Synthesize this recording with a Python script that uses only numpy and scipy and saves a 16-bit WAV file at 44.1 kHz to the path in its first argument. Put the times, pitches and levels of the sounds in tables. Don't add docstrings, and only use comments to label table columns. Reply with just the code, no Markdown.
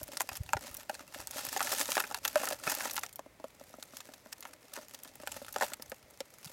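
import sys
import numpy as np
from scipy import signal
from scipy.fft import rfft, irfft, next_fast_len
from scipy.io import wavfile
from scipy.ndimage import uniform_filter1d

SR = 44100
rng = np.random.default_rng(int(sys.argv[2]) if len(sys.argv) > 2 else 0)


def master_out(mix):
    frames = np.transpose(np.atleast_2d(mix))
    ceiling = np.clip(frames, -1, 1)
    pcm = np.round(ceiling * 32767).astype(np.int16)
    wavfile.write(sys.argv[1], SR, pcm)


N = 287620

# frequency in Hz, relative level in dB.
STONE_COLOUR = [(150, -99), (1000, -13), (2800, -2.5), (5000, 1), (7200, -0.5), (9500, -5), (13000, -6),
                (16000, -14.5)]
STONE_S = .005
RING_T = np.arange(3072) / SR
ROCKING_S = .0007
CUTOFF_HZ = 16100


def from_db(db):
    return 10 ** (np.asarray(db) / 20)


def rms_one(x):
    return x / np.sqrt(np.mean(x ** 2) + 1e-20)


def unit_blow(x):
    return x * np.sqrt(STONE_S * SR / (np.sum(x ** 2) + 1e-20))


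def in_time(rows):
    s, *columns = np.transpose(rows)
    return [np.interp(np.arange(N) / SR, s, c) for c in columns]


def gain_at(points, size):
    hz, db = np.transpose(points)
    bin_hz = np.arange(size // 2 + 1) * SR / size
    return from_db(np.interp(np.log(bin_hz + 1), np.log(hz), db))


def causal(x, gain):
    cepstrum = irfft(np.log(gain))
    cepstrum[1:] *= 2
    cepstrum[len(cepstrum) // 2:] = 0
    return irfft(rfft(x) * np.exp(rfft(cepstrum)))


def noise(spectrum):
    size = 2 * next_fast_len(N // 2 + 1)
    white = rng.standard_normal(size)
    return rms_one(irfft(rfft(white) * gain_at(spectrum, size))[:N])


def background_hush(hush_db):
    # frequency in Hz, relative level in dB.
    hush_colour = [(30, -16), (90, -3.5), (600, -5.5), (1600, -13.5), (2100, -8), (2800, -16.5),
                   (15000, -24)]
    return from_db(hush_db) * noise(hush_colour)


def wind(low_hz=45, high_hz=130):
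    # time in seconds, level in dB.
    flutter_level = [(0, -58), (.2, -74), (.45, -59), (.78, -66), (.87, -72), (1.45, -65.5), (3, -68),
                     (4.9, -81), (5.3, -64), (6, -73), (6.2, -78)]
    band = signal.butter(2, [low_hz, high_hz], "band", fs=SR, output="sos")
    flutter = rms_one(signal.sosfilt(band, rng.standard_normal(N)))
    return from_db(in_time(flutter_level)[0]) * flutter


def microphone_bumps(thump_s=0.0029):
    # centre in seconds, frequency of the sine in Hz, level of its envelope in dB.
    thump_rows = [(.03, 74, -40), (.322, 75, -44), (0.41, 87, -26), (.46, 70, -45), (0.559, 96.4, -31.5),
                  (.713, 70, -43.5), (1.199, 69.4, -48), (1.48, 130, -47), (2.675, 162, -39),
                  (5.895, 69.6, -51), (6.041, 65, -52), (6.467, 152, -42.5)]
    t = np.arange(N) / SR
    out = np.zeros(N)
    for s, hz, db in thump_rows:
        envelope = from_db(db) / np.cosh(np.clip((t - s) / thump_s, -20, 20))
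        out += envelope * np.sin(2 * np.pi * hz * (t - s))
    return out


def dying(t60):
    return from_db(-60 * RING_T / t60)


def scatter(t60, lumpy_db, lump_s):
    knots = np.arange(0, RING_T[-1], lump_s)
    lumps = np.interp(RING_T, knots, np.clip(rng.standard_normal(len(knots)), -2, 2))
    return rng.standard_normal(len(RING_T)) * dying(t60) * from_db(lumpy_db * lumps)


def contact(grind, grind_t60):
    force = grind * unit_blow(scatter(grind_t60, lumpy_db=3.5, lump_s=ROCKING_S))
    force[0] += np.sqrt(STONE_S * SR)
    return force


def struck(modes, spread_db, detune, force, low_hz):
    chance = rng.uniform(-1, 1, (len(modes), 3))
    ring = np.zeros(len(RING_T))
    for (hz, db, t60), (place, load, side) in zip(modes, chance):
        amplitude = np.sign(side) * from_db(db + spread_db * place)
        ring += amplitude * dying(t60) * np.sin(2 * np.pi * hz * (1 + detune * load) * RING_T)
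    radiator = signal.butter(3, low_hz, "high", fs=SR, output="sos")
    driven = signal.fftconvolve(ring, force)[:len(RING_T)]
    return unit_blow(signal.sosfilt(radiator, driven))


def thud():
    # nominal frequency in Hz, level in dB, t60 in seconds.
    bottom_modes = [(260.3, 0, 0.041)]
    force = contact(grind=0, grind_t60=STONE_S)
    return struck(bottom_modes, spread_db=0, detune=0.16, force=force, low_hz=224)


def knock():
    # nominal frequency in Hz, relative level in dB, t60 in seconds.
    body_modes = [(552, 0, .045), (612, 0, .052)]
    force = contact(grind=.5, grind_t60=.022)
    return struck(body_modes, spread_db=9.5, detune=0.056, force=force, low_hz=454)


def rap(heavy=0, dull_db=6.0):
    # nominal frequency in Hz, relative level in dB, t60 in seconds.
    wall_modes = [(414, -16, 0.055), (774, -6, 0.045), (847, 3, 0.022), (979, 2, 0.015), (1272, 3.5, 0.013),
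                  (1390, 2.5, 0.017), (1740, 6.5, 0.012), (2095, -1, 0.014), (2490, -11, 0.018),
                  (2646, 0, 0.022), (3320, 8.5, 0.0016)]
    lowest_hz = wall_modes[0][0]
    modes = [(hz, db - dull_db * heavy * np.log2(hz / lowest_hz), t60) for hz, db, t60 in wall_modes]
    force = contact(grind=0.73, grind_t60=0.047)
    return struck(modes * 2, spread_db=5.5, detune=0.072, force=force, low_hz=460)


def tick(small, tail_db, bright_db=12.0, peak_db=7.5, width_hz=260):
    crack_t60, scatter_t60 = .0028, .022
    crack = rng.standard_normal(len(RING_T)) * dying(crack_t60)
    burst = crack + from_db(tail_db) * scatter(scatter_t60, lumpy_db=11.0, lump_s=ROCKING_S)
    hz = np.arange(len(RING_T) // 2 + 1) * SR / len(RING_T)
    pitches = rng.uniform(2394, 18600, size=(5, 1))
    own_db = (peak_db / (1 + ((hz - pitches) / width_hz) ** 2)).max(axis=0)
    size_db = bright_db * small * np.log2(np.clip(hz, 4000, 13000))
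    top_cut = np.where(hz < CUTOFF_HZ, 1, .1)
    gain = gain_at(STONE_COLOUR, len(RING_T)) * from_db(own_db + size_db) * top_cut
    return unit_blow(causal(burst, gain))


def falling(per_s, size_db):
    sizes = from_db(size_db * np.minimum(rng.exponential(1, N), 4)) * rng.choice([-1, 1], N)
    landings = sizes * (rng.random(N) < per_s / SR)
    return landings / np.sqrt(np.abs(uniform_filter1d(landings ** 2, size=3500)) + 0.00063)


def shower(landings, voice, count):
    grains = [voice() for _ in range(count)]
    dealt = rng.integers(0, count, N)
    out = np.zeros(N + len(RING_T))
    for i in np.flatnonzero(landings):
        out[i:i + len(RING_T)] += landings[i] * grains[dealt[i]]
    return rms_one(out[:N])


def pour():
    # time in seconds, level in dB.
    trickle_level = [(0, -55), (.45, -58), (1.1, -61.5), (1.5, -52), (2.2, -57.5), (3.05, -53.5),
                     (3.15, -76), (3.36, -84), (3.48, -64.5), (4.1, -62.5), (4.62, -69), (4.85, -60.5),
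                     (5.55, -56), (6.0, -67), (6.3, -64), (6.5, -54)]
    # time of full flow in seconds, time held in seconds,
    # level in dB, share on the walls in dB, share of sand in dB.
    slides = [(0.159, .04, -50, -2.5, -5), (.31, 0.027, -50, -6, -10), (.65, 0.018, -53.5, -0.5, -2),
              (.74, 0.05, -55.5, 0, -5), (1.001, 0.017, -59.5, 6.5, 0), (1.161, 0.041, -53, 0.5, -4),
              (1.375, 0.019, -42.5, -0.5, 2), (1.47, 0.16, -48, -2.5, -2), (1.6, 0.21, -42, -5, -5.5),
              (1.829, 0.19, -44.5, -9, -10), (2.109, 0.02, -51.5, 1, -5), (2.26, 0.0091, -45, -6, -15),
              (2.392, 0.14, -43, -1, -8), (2.673, 0.049, -40.5, -2, -4.5),
              (2.815, 0.049, -38.5, -1.5, -7.5), (3.96, 0.0067, -56.5, -21, -4),
              (4.452, 0.058, -59.5, 0, -13), (4.758, 0.01, -57, 5, 3), (5.327, 0.027, -51.5, -0.5, 0.5),
              (5.545, 0.0066, -47, -5, -14), (5.64, 0.022, -45, -2, -6.5)]
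    gather_db_per_s, run_out_db_per_s = 226, 204
    trickle_wall_db, trickle_sand_db = -5.5, -6
    t = np.arange(N) / SR
    shares = from_db([[trickle_wall_db], [0], [trickle_sand_db]])
    power = shares ** 2 * from_db(in_time(trickle_level)[0]) ** 2
    for s, held_s, db, wall_db, sand_db in slides:
        gathering = gather_db_per_s * np.clip(s - t, 0, 1)
        running_out = run_out_db_per_s * np.clip(t - s - held_s, 0, 1)
        shares = from_db([[wall_db], [0], [sand_db]])
        power = power + shares ** 2 * from_db(db - gathering - running_out) ** 2
    return 10 * np.log10(power)


def slips(depth_db, slip_s=.025):
    lumps = np.clip(rng.standard_normal(2000), -2, 2)
    swell = np.interp(np.arange(N) / SR, slip_s * np.arange(len(lumps)), lumps)
    return rms_one(from_db(depth_db * swell))


def grit(trickle_per_s=340, heap_db=0.0, walls_db=0.0, body_db=-4.0, bottom_db=-9.5):
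    on_walls, on_heap, sand_db = pour()
    flow = from_db(.7 * (on_heap - np.median(on_heap)))
    grains = falling(trickle_per_s * flow, size_db=6)
    pebbles = falling(50 * np.sqrt(flow), size_db=2)
    heap = shower(grains, lambda: tick(rng.random() ** 2, tail_db=-11), count=40)
    sand = from_db(sand_db) * noise(STONE_COLOUR)
    walls = from_db(walls_db) * shower(grains, rap, count=24)
    boom = from_db(body_db) * shower(pebbles, knock, count=12)
    boom = boom + from_db(bottom_db) * shower(pebbles, thud, count=8)
    boom = boom * from_db(-.3 * (on_walls - np.median(on_walls)))
    mix = from_db(on_heap + heap_db) * heap + sand + from_db(on_walls) * (walls + boom)
    return slips(depth_db=3.5) * mix


def answers(db, weight):
    # weight from 0 to 1, then hollow knock, wall rap and stone tick in dB relative to the strength.
    answer_by_weight = [(0, -30, -16, 1.5), (.25, -36, -1.5, 0.5), (0.498, -20.5, 2.5, -10.5),
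                        (.75, -4, 0.5, -11.5), (1, 3, -13, -20)]
    weights, *shares = np.transpose(answer_by_weight)
    return [db + np.interp(weight, weights, share) for share in shares]


def stones(knock_db=-0.5, rap_db=0.0, tick_db=2.5, thud_db=-53.5, thud_growth=0.25, usual_db=-53.5):
    # start in seconds, strength in dB, weight from 0 (light chip) to 1 (heavy pebble).
    single_stones = [(0.013, -44.5, 0.91), (0.031, -41, 0), (.0858, -46.5, .95), (.131, -45.5, 0.86),
                     (0.1709, -35.5, 0.18), (0.2009, -37.5, 0.13), (.2062, -28, 0.36),
                     (0.2166, -35.5, 0.06), (0.2904, -35, .38), (0.3171, -44, 0.62), (0.369, -43, 0.03),
                     (0.491, -42.5, 0.47), (0.5332, -22.5, 0.65), (0.5685, -34.5, 0.59),
                     (.6456, -46.5, 0.86), (0.7429, -43.5, 0), (0.7686, -43.5, 0), (0.8956, -30.5, 0.76),
                     (0.9503, -47, 0.26), (1.005, -48, 0.8), (1.196, -48, 0.93), (1.2722, -39.5, 0.13),
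                     (1.3097, -42, 0.1), (1.3591, -40.5, 0.97), (1.4505, -40, 0.01), (1.488, -40.5, 0.16),
                     (1.5639, -30.5, 0.61), (1.5738, -37, 0.24), (1.5943, -38.5, 0.37),
                     (1.6056, -28.5, 0.53), (1.614, -33.5, 0.5), (1.6269, -35.5, 0.07), (1.6715, -36.5, .5),
                     (1.7281, -34, 0.72), (1.795, -36, 0.13), (1.889, -33.5, 0.81), (1.9186, -32, 0.21),
                     (1.9533, -34.5, .3), (1.969, -27, 0.65), (1.979, -26.5, 0.55), (2.0015, -30, 0.5),
                     (2.039, -36.5, .5), (2.112, -37.5, 0.58), (2.1446, -32, 0.32), (2.251, -29, 0.29),
                     (2.255, -34, 0.3), (2.2774, -32.5, 0.14), (2.357, -18, .92), (2.4128, -38, 0.97),
                     (2.434, -33, 0.74), (2.4537, -39, 0.1), (2.4734, -33.5, 0.44), (2.4875, -35.5, 0.1),
                     (2.5103, -32.5, 0.93), (2.522, -34.5, 0.98), (2.669, -32.5, 0.7), (2.676, -29, 0.67),
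                     (2.6978, -34, 0.17), (2.7496, -36.5, .08), (2.807, -35, 0.52), (2.8544, -34, 0.77),
                     (2.91, -38.5, 0.11), (2.9318, -42, 0), (2.9546, -41.5, 0), (2.9651, -35.5, .22),
                     (2.9791, -31, 0.42), (2.992, -42, 0.1), (3.0347, -34, 0.37), (3.0632, -45.5, 0.18),
                     (3.128, -52, 0), (3.158, -45, 0), (3.1926, -37.5, 0.8), (3.2618, -49.5, 0.99),
                     (3.399, -48.5, 0.81), (3.442, -36.5, 0.96), (3.611, -45.5, 0.92),
                     (3.7399, -45.5, 0.84), (3.785, -49, 0.99), (3.826, -43.5, 0.2), (3.9349, -49.5, 0.83),
                     (3.9688, -45.5, 0.15), (4.0047, -44, 0.33), (4.0889, -48, 0.82), (4.137, -52, 0.27),
                     (4.2599, -49, 0.82), (4.3268, -41, 0.18), (4.4065, -49, 0), (4.426, -46.5, 0.28),
                     (4.4527, -42.5, 0.51), (4.735, -43.5, 0.11), (4.758, -50, 0.14), (4.7746, -40.5, 0.79),
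                     (4.787, -42.5, 0.87), (4.8834, -54, 0.1), (4.9457, -45, 0.17), (5.0337, -46.5, 0),
                     (5.0484, -53, .22), (5.053, -52, 0.75), (5.2, -46.5, 0.85), (5.2344, -44, 0.82),
                     (5.2736, -35, 0.36), (5.3182, -41, 0.15), (5.3642, -42.5, 0.92), (5.417, -43, .95),
                     (5.4826, -45, 0.42), (5.526, -45, 0), (5.5614, -29.5, 0.75), (5.6103, -27.5, 0.71),
                     (5.622, -26, 0.75), (5.631, -28, 0.68), (5.719, -43.5, 0.78), (5.7348, -38, 0.21),
                     (5.7975, -47.5, 0.86), (5.822, -43.5, 0.1), (5.8973, -49.5, 0), (5.918, -35.5, 0.83),
                     (6.2045, -36, 0.95), (6.2048, -40.5, 0.27), (6.4456, -46.5, 0.14),
                     (6.4547, -48.5, 0.19)]
    out = np.zeros(N + len(RING_T))
    for s, db, weight in single_stones:
        body_db, wall_db, stone_db = answers(db, weight)
        small = np.clip((stone_db - wall_db - 5.0) / 12, 0, 1)
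        heavy = np.clip((body_db - wall_db + 28.5) / 14, -1, 1)
        bottom_db = min(body_db, thud_db + thud_growth * (body_db - usual_db))
        blow = from_db(body_db + knock_db) * knock()
        blow = blow + from_db(bottom_db) * thud()
        blow = blow + from_db(wall_db + rap_db) * rap(heavy)
        blow = blow + from_db(stone_db + tick_db) * tick(small, tail_db=-6)
        start = int(s * SR)
        out[start:start + len(blow)] += blow
    return out[:N]


def scene(hush_db=-63.5):
    return (background_hush(hush_db) + wind() + microphone_bumps() + grit() + stones())[None]


def record(dry, low_cut_hz=38):
    bass_cut = signal.butter(2, low_cut_hz, "high", fs=SR, output="sos")
    top_cut = signal.ellip(10, .2, 80, CUTOFF_HZ, fs=SR, output="sos")
    return signal.sosfilt(top_cut, signal.sosfilt(bass_cut, dry))


dry = scene()
out = record(dry)
master_out(out)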